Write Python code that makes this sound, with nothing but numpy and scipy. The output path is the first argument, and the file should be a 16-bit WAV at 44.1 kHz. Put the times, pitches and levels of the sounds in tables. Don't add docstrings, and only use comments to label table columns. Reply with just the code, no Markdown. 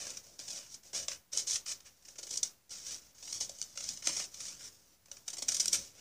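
import sys
import numpy as np
from scipy import signal
from scipy.fft import rfft, irfft
from scipy.io import wavfile
from scipy.ndimage import uniform_filter1d, map_coordinates

SR = 44100
rng = np.random.default_rng(int(sys.argv[2]) if len(sys.argv) > 2 else 0)


def put_to_file(sound):
    columns = np.atleast_2d(sound).T
    safe = np.clip(columns, -1, 1)
    whole_steps = np.round(safe * 32767)
    wavfile.write(sys.argv[1], SR, whole_steps.astype(np.int16))


N = 264952

# start in seconds, swell in seconds, hold in seconds, tearing level in dB,
# change over the hold in dB, sheet crackle in dB relative to tearing, drumming in dB relative to tearing.
STROKES = [(0.0, 0.00067, 0.11, -43, -3.5, -11.5, -14), (0.098, .02, 0.078, -49.5, -3.5, -14, -19.5),
           (0.214, 0.033, 0.26, -54.5, -14, -16, -12), (0.38, 0.019, .05, -45, -6.5, -14.5, -16),
           (0.434, 0.048, 0.097, -45.5, 0.5, -15, -18.5), (0.587, 0.022, 0.067, -51, -5, -10.5, -23),
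           (0.671, 0.054, 0.019, -49.5, 1, -22, -28), (0.824, 0.022, 0.058, -53, -2.5, -15, -12.5),
           (0.925, 0.026, 0.082, -38, -6, -14.5, -18), (1.073, 0.021, 0.038, -43, -2, -9.5, -22),
           (1.315, 0.014, 0.038, -41.5, 2, -14.5, -19.5), (1.356, 0.041, 0.027, -35, -10, -19.5, -25.5),
           (1.463, 0.028, 0.054, -36, 3, -20, -31.5), (1.655, 0.02, 0.048, -37.5, -4.5, -15.5, -29.5),
           (1.765, 0.024, 0.46, -66.5, 6, -17, -17), (1.842, 0.022, 0.0081, -50, -2, -8, -20),
           (2.024, 0.084, .01, -53.5, 1, -20, -20), (2.173, .03, 0.053, -56, 4.5, -21, -23),
           (2.274, 0.057, 0.057, -42, -6.5, -20, -23.5), (2.422, 0.028, 0.0081, -39, -4.5, -19, -32),
           (2.696, 0.026, 0.15, -43.5, -10.5, -17, -26), (2.804, 0.12, 0.041, -41.5, -4.5, -15.5, -25),
           (2.989, 0.041, 0.079, -55.5, -6, -13, -16), (3.142, 0.089, 0.14, -49, 6.5, -20, -22.5),
           (3.399, 0.015, 0.016, -35, -3, -20.5, -27), (3.468, 0.029, 0.23, -52, -1, -20, -22),
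           (3.734, 0.056, .12, -46.5, 4, -16.5, -23.5), (3.892, 0.015, 0.15, -48, -7, -24, -21.5),
           (4.026, 0.06, 0.054, -35, -9, -14, -26), (4.11, 0.074, 0.063, -38, -5.5, -15, -27),
           (4.292, 0.11, 0.095, -46, 1.5, -15.5, -23), (4.486, 0.026, 0.094, -48.5, -5.5, -13.5, -18),
           (4.581, 0.025, 0.058, -50.5, 5, -13.5, -20), (4.7, 0.025, 0.22, -58, -5.5, -16, -14),
           (5.063, .06, 0.17, -56, -8, -27, -17), (5.255, 0.02, 0.2, -51.5, -4, -15.5, -20.5),
           (5.468, 0.025, 0.23, -40.5, -6, -17.5, -25), (5.713, 0.02, 0.19, -37, -21.5, -15.5, -23),
           (5.91, .06, 0.046, -55, 4, -8.5, -10.5)]
# time in seconds (late in the swell), peak in dB,
# crackle rms in dB relative to the peak, drumming rms in dB relative to the peak, swell time in seconds.
SLIPS = [(0.068, -31.5, -16, -16, 0.0027), (0.1034, -28.5, -35, -34, 0.0035),
         (0.171, -30.5, -23, -27, 0.0034), (0.3915, -24, -28, -25, 0.0013), (0.4004, -37, -25, -23, 0.0018),
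         (0.5048, -27, -40, -41, 0.0024), (0.514, -29, -35, -33, 0.0012), (0.7437, -34, -37, -43, 0.004),
         (0.8335, -39, -20, -32, 0.003), (0.932, -29.5, -19, -16.5, 0.003), (1.083, -20, -24, -31, 0.0024),
         (1.1164, -29.5, -13.5, -35, 0.0023), (1.3333, -26, -32, -46, 0.0039),
         (1.3743, -10.5, -29, -44, 0.001), (1.383, -20.5, -35, -42, 0.0016),
         (1.4716, -28.5, -27, -34, 0.0027), (1.481, -28, -39, -44, 0.0023),
         (1.558, -23.5, -22.5, -49, 0.005), (1.6633, -26, -19, -40, 0.0024),
         (1.717, -26.5, -23.5, -36, 0.0054), (1.8038, -37, -23, -31, 0.0026),
         (2.0233, -45, -18, -22, 0.0033), (2.0516, -36.5, -23, -35, 0.0044),
         (2.0847, -36, -19, -22, 0.0032), (2.157, -39, -15.5, -21, 0.0037),
         (2.1852, -30.5, -22.5, -25, 0.0069), (2.2314, -28.5, -27, -27, 0.0051),
         (2.2694, -31, -24, -27, 0.0049), (2.3082, -25.5, -31, -28, 0.0041),
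         (2.337, -28.5, -28, -35, 0.003), (2.3583, -26.5, -32, -35, 0.0019),
         (2.373, -19.5, -39, -42, 0.0027), (2.431, -14, -33, -42.5, 0.0028),
         (2.6944, -36.5, -27, -28, 0.0024), (2.7096, -35, -32, -31, 0.0026), (2.9083, -33, -26, -34, 0.003),
         (3.1482, -41.5, -20, -31, 0.0035), (3.1827, -38.5, -21, -31, 0.0026),
         (3.2266, -35.5, -22, -22, 0.0032), (3.2765, -38, -14.5, -22, 0.003),
         (3.327, -26, -25.5, -34, 0.0035), (3.4086, -22, -37, -22, 0.0032), (3.4942, -27, -31, -24, 0.0028),
         (3.5865, -32.5, -35, -31, 0.0022), (3.6156, -18, -28.5, -43, 0.001),
         (3.6258, -23, -40, -50, 0.0012), (3.756, -36, -20, -21, 0.0027), (3.7742, -27, -18.5, -30, 0.0027),
         (3.8056, -29, -21, -33, 0.0046), (3.84, -23.5, -30, -40, 0.0019), (3.8888, -21, -30, -51, 0.0022),
         (3.973, -31, -25, -31, 0.0024), (4.0238, -31, -17.5, -23, 0.003), (4.053, -29, -29, -29, 0.002),
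         (4.0715, -15, -16, -28, 0.0021), (4.0934, -29.5, -15, -21, 0.0046),
         (4.1674, -26.5, -21, -23.5, 0.0055), (4.1983, -26, -16.5, -23.5, 0.0073),
         (4.3435, -28, -27, -34, 0.0017), (4.404, -28, -23.5, -39, 0.0034),
         (4.6075, -39, -11.5, -26, 0.0039), (5.0579, -38.5, -19, -27, 0.0024),
         (5.0834, -47, -15, -12, 0.003), (5.1153, -28.5, -25, -30, 0.0022), (5.1685, -35, -17, -24, 0.0027),
         (5.2804, -25, -23.5, -32, 0.004), (5.3028, -29, -29, -35, 0.0028),
         (5.333, -28.5, -25, -24, 0.0059), (5.37, -31.5, -22, -23, 0.0033), (5.3844, -28, -30, -22, 0.0063),
         (5.423, -21, -26.5, -25, 0.004), (5.485, -17, -24.5, -32, 0.0054), (5.5199, -22, -26, -37, 0.0027),
         (5.5458, -22, -30, -34, 0.0058), (5.5675, -21.5, -33, -47, 0.002),
         (5.6007, -16, -29.5, -42, 0.0069), (5.6573, -17, -28, -30.5, 0.0016),
         (5.6806, -14, -40, -32, 0.002), (5.7306, -14, -29.5, -34, 0.0044),
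         (5.7433, -20, -20.5, -32, 0.0038), (5.7537, -23, -33, -31, 0.0043)]
# frequency in Hz, relative level in dB per Hz.
TEARING_COLOUR = [(1650, -40), (2800, -14.5), (3760, -8), (4130, -9), (5790, 3.5), (6890, -2),
                  (8710, -12.5), (9200, -13.5), (12000, -39), (20200, -120)]
# frequency in Hz, relative level in dB per Hz.
SIZZLE_COLOUR = [(5180, -41), (8800, 0.5), (9010, -14.5), (11200, -13.5), (13800, -20), (15600, -24)]
# frequency in Hz, relative level in dB per Hz.
CRACKLE_COLOUR = [(530, -29.5), (900, -8.5), (1250, -2.5), (1390, 1.5), (1900, -1.5), (2260, 2), (2900, 7),
                  (3770, -56.5), (6380, -120)]
# frequency in Hz, relative level in dB per Hz.
DRUMMING_COLOUR = [(150, -42.5), (250, -2.5), (378, -6), (550, -5), (822, -11), (950, -20.5), (1240, -14.5),
                   (2090, -120)]
# time in seconds, level in dB relative to tearing.
FINENESS = [(0, -16), (1, -18.5), (2.3, -18), (3.8, -20), (4.8, -15.5), (5.3, -15), (5.6, -14), (5.72, -11),
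            (6.01, -22)]
# time in seconds, frequency in Hz.
SHEET_PITCH = [(0.0, 670), (0.32, 523), (0.92, 703), (1.29, 550), (2.09, 590), (2.68, 490), (3.85, 575),
               (4.42, 603), (4.75, 510), (5.47, 630), (6.01, 513)]
# time in seconds, level in dB relative to drumming.
RUMBLE_LEVEL = [(0, -3.5), (.8, -1.5), (1.4, -5.5), (2.2, -2), (2.9, 2.5), (3.8, 3), (4.6, 1), (5.3, 1),
                (5.62, 5.5), (5.74, 9.5), (5.86, 8), (6.01, -2)]
# frequency in Hz, relative level in dB per Hz.
RUMBLE_COLOUR = [(18, -57), (30, -3), (70, 2), (129, -4), (193, 1), (227, -5.5), (300, -3), (390, -25),
                 (660, -120)]
# frequency in Hz, time in seconds.
ROOM_T60 = [(200, 0.85), (800, 0.18), (2100, 0.16), (5500, 0.15), (12000, 0.12)]
# frequency in Hz, relative level in dB per Hz.
HISS_COLOUR = [(20, -16), (40, -8), (60, -3), (330, -11.5), (700, -13.5), (1600, -15.5), (3500, -17.5),
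               (5900, -13.5), (8700, -18), (15500, -19.5)]

SWELL_POWER, STROKE_FADE_DB_PER_S = 0.82, 374
FIBRES_PER_S, FIBRE_SPREAD_DB = 9000, 2.5
GRAIN_CREST_DB = 9.0
CHATTER_DB = 1.5
SMALL_SLIPS_PER_S, SMALL_SLIP_DB, SMALL_SLIP_S = 26, 2.5, 0.0019
DIRECT_DRUM_DB, SHEET_RING_DB, SHEET_WIDTH_HZ = -7.5, 1, 173
SHEET_ECHO_DB, SHEET_ECHO_S = -8, 0.0015
RUMBLE_LAG_S = 0.028
ROOM_DB, ROOM_GAP_S = -11.5, 0.0052
WHINE_HZ, WHINE_DB = 14998.7, -65
PULSES_PER_S, WHINE_START_S, WHINE_DUTY = 14.93, 0.029, 0.69
HISS_DB = -59
MIC_LOW_HZ, CUTOFF_HZ = 43.4, 15540
OFFSET = -0.00041
FULL_CUT_DB, BASS_SHARE = -30, 0.76
KNEE_DB, KNEE_WIDTH_DB, LEVEL_SMOOTHING_S = -56.5, 8, 0.019


def paper(pushed):
    tearing, crackle, drumming = np.hypot(pushed * chatter(), slips())
    grains = fibres()
    sizzle = tearing * amp(in_time(FINENESS))
    bright = (colour(tearing * grains, TEARING_COLOUR)
              + colour(sizzle * grains, SIZZLE_COLOUR)
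              + colour(crackle * grains, CRACKLE_COLOUR))
    drum = colour(drumming * grains, DRUMMING_COLOUR)
    direct = bright + amp(DIRECT_DRUM_DB) * drum + amp(SHEET_RING_DB) * sheet_ring(drum)
    return direct + sheet_echo(direct)


def strokes():
    t = np.arange(SR // 2) / SR
    power = np.zeros((3, N + SR))
    for start, swell, hold, tearing_db, change_db, *parts_db in STROKES:
        hold_db = change_db * np.clip((t - swell) / hold, 0, 1)
        fade_db = STROKE_FADE_DB_PER_S * np.maximum(t - swell - hold, 0)
        shape = np.minimum(t / swell, 1) ** SWELL_POWER * amp(hold_db - fade_db)
        levels = amp(tearing_db + np.array([0, *parts_db]))
        i = max(round(start * SR), 0)
        power[:, i:i + len(t)] += np.outer(levels, shape) ** 2
    return np.sqrt(power[:, :N])


def slips():
    force = np.zeros((3, N + SR))
    for time, peak_db, *parts_db, swell in SLIPS:
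        levels = amp(peak_db + np.array([-GRAIN_CREST_DB, *parts_db]))
        i = round((time - 0.72 * swell) * SR)
        force[:, i:i + SR // 10] += np.outer(levels, burst(swell))
    return force[:, :N]


def burst(swell):
    age = np.arange(SR // 10) / SR / max(swell, 0.0008)
    return (age * np.exp(1 - age)) ** 1.55


def chatter():
    sizes = np.minimum(rng.exponential(1, N), 1.8)
    caught = (rng.random(N) < SMALL_SLIPS_PER_S / SR) * sizes
    small_slips = signal.fftconvolve(caught, burst(SMALL_SLIP_S))[:N]
    tremble = drift(65) + 0.4 * drift(340)
    return amp(CHATTER_DB * tremble + SMALL_SLIP_DB * small_slips)


def fibres():
    sizes = amp(FIBRE_SPREAD_DB * np.minimum(rng.exponential(1, N), 4.0))
    signs = rng.choice([-1, 1], N)
    parted = rng.random(N) < FIBRES_PER_S / SR
    return rms_one(sizes * signs * parted)


def sheet_ring(drum):
    out, state = np.zeros(N), np.zeros(2)
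    r = np.exp(-np.pi * SHEET_WIDTH_HZ / SR)
    times, pitches = np.transpose(SHEET_PITCH)
    b = [(1 - r * r) / 2, 0, (r * r - 1) / 2]
    for i in range(0, N, 256):
        hz = np.interp(i / SR, times, pitches)
        a = [1, -2 * r * np.cos(2 * np.pi * hz / SR), r * r]
        out[i:i + 256], state = signal.lfilter(b, a, drum[i:i + 256], zi=state)
    return out


def sheet_echo(direct):
    lag = SHEET_ECHO_S * SR * amp(3.21 * drift(1.482))
    return amp(SHEET_ECHO_DB) * map_coordinates(direct, [np.arange(N) - lag], order=3)


def rumble(drumming):
    r = np.exp(-1 / (RUMBLE_LAG_S * SR))
    swing = signal.lfilter([1 - r], [1, -r], drumming, zi=[drumming.mean()])[0]
    lumps = amp(in_time(RUMBLE_LEVEL) + 2.0 * drift(7.1))
    return swing * lumps * colour(rng.standard_normal(N), RUMBLE_COLOUR)


def bedroom(x):
    t, tail = np.arange(SR // 2) / SR, 0
    for hz in 125 * 2. ** np.arange(7):
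        octave = signal.butter(2, [hz, 2 * hz], "band", fs=SR, output="sos")
        band = signal.sosfilt(octave, rng.standard_normal(len(t)))
        tail = tail + band * amp(-60 * t / at_hz(ROOM_T60, hz * np.sqrt(2)))
    tail = tail * np.clip(t / ROOM_GAP_S, 0, 1)
    return amp(ROOM_DB) * signal.fftconvolve(x, tail / np.sqrt(np.sum(tail ** 2)))[:N]


def scene():
    pushed = strokes()
    cut = paper(pushed)
    return (cut + bedroom(cut) + rumble(pushed[2]))[None]


def whine():
    t = np.arange(N) / SR
    on = ((t - WHINE_START_S) * PULSES_PER_S) % 1 < WHINE_DUTY
    pulses = uniform_filter1d(on * 1., size=400)
    tone = np.sin(2 * np.pi * WHINE_HZ * t + 0.7 * drift(5))
    return amp(WHINE_DB + 2.0 * drift(5.5)) * pulses * tone


def hiss():
    return amp(HISS_DB) * colour(rng.standard_normal(N), HISS_COLOUR)


def suppress(x):
    r = np.exp(-1 / (LEVEL_SMOOTHING_S * SR))
    power = signal.lfilter([1 - r], [1, -r], x ** 2, zi=[[1e-5]])[0]
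    level_db = 10 * np.log10(power + 1e-12)
    gain_db = FULL_CUT_DB / (1 + 2 * np.exp((level_db - KNEE_DB) / KNEE_WIDTH_DB))
    bass = signal.lfilter(*signal.butter(1, 250, fs=SR), x)
    return (x - bass) * amp(gain_db) + (bass + OFFSET) * amp(BASS_SHARE * gain_db)


def record(dry):
    x = dry + hiss() + whine()
    x = signal.sosfilt(signal.butter(2, MIC_LOW_HZ, "high", fs=SR, output="sos"), x)
    x = suppress(x)
    return signal.sosfilt(signal.ellip(14, 0.5, 70, CUTOFF_HZ, fs=SR, output="sos"), x)


def amp(db):
    return 10 ** (np.asarray(db) / 20)


def rms_one(x):
    return x / np.sqrt(np.mean(x ** 2) + 1e-20)


def at_hz(points, hz):
    p = np.array(points)
    return np.interp(np.log(np.maximum(hz, 1)), np.log(np.maximum(p[:, 0], 1e-9)), p[:, 1])


def in_time(points):
    times, values = np.transpose(points)
    return np.interp(np.arange(N) / SR, times, values)


def colour(x, spectrum):
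    size = 8192
    shape = amp(at_hz(spectrum, np.arange(size // 2 + 1) * SR / size))
    ceps = irfft(np.log(shape))
    ceps[1:size // 2] *= 2
    ceps[size // 2 + 1:] = 0
    h = irfft(np.exp(rfft(ceps)))
    return signal.fftconvolve(x, h / np.sqrt(np.sum(h ** 2)))[:N]


def drift(rate):
    r = np.exp(-2 * np.pi * rate / SR)
    noise = rng.standard_normal(N + SR)
    return rms_one(signal.lfilter([1], [1, -2 * r, r * r], noise)[SR:])


dry = scene()
out = record(dry)
put_to_file(out)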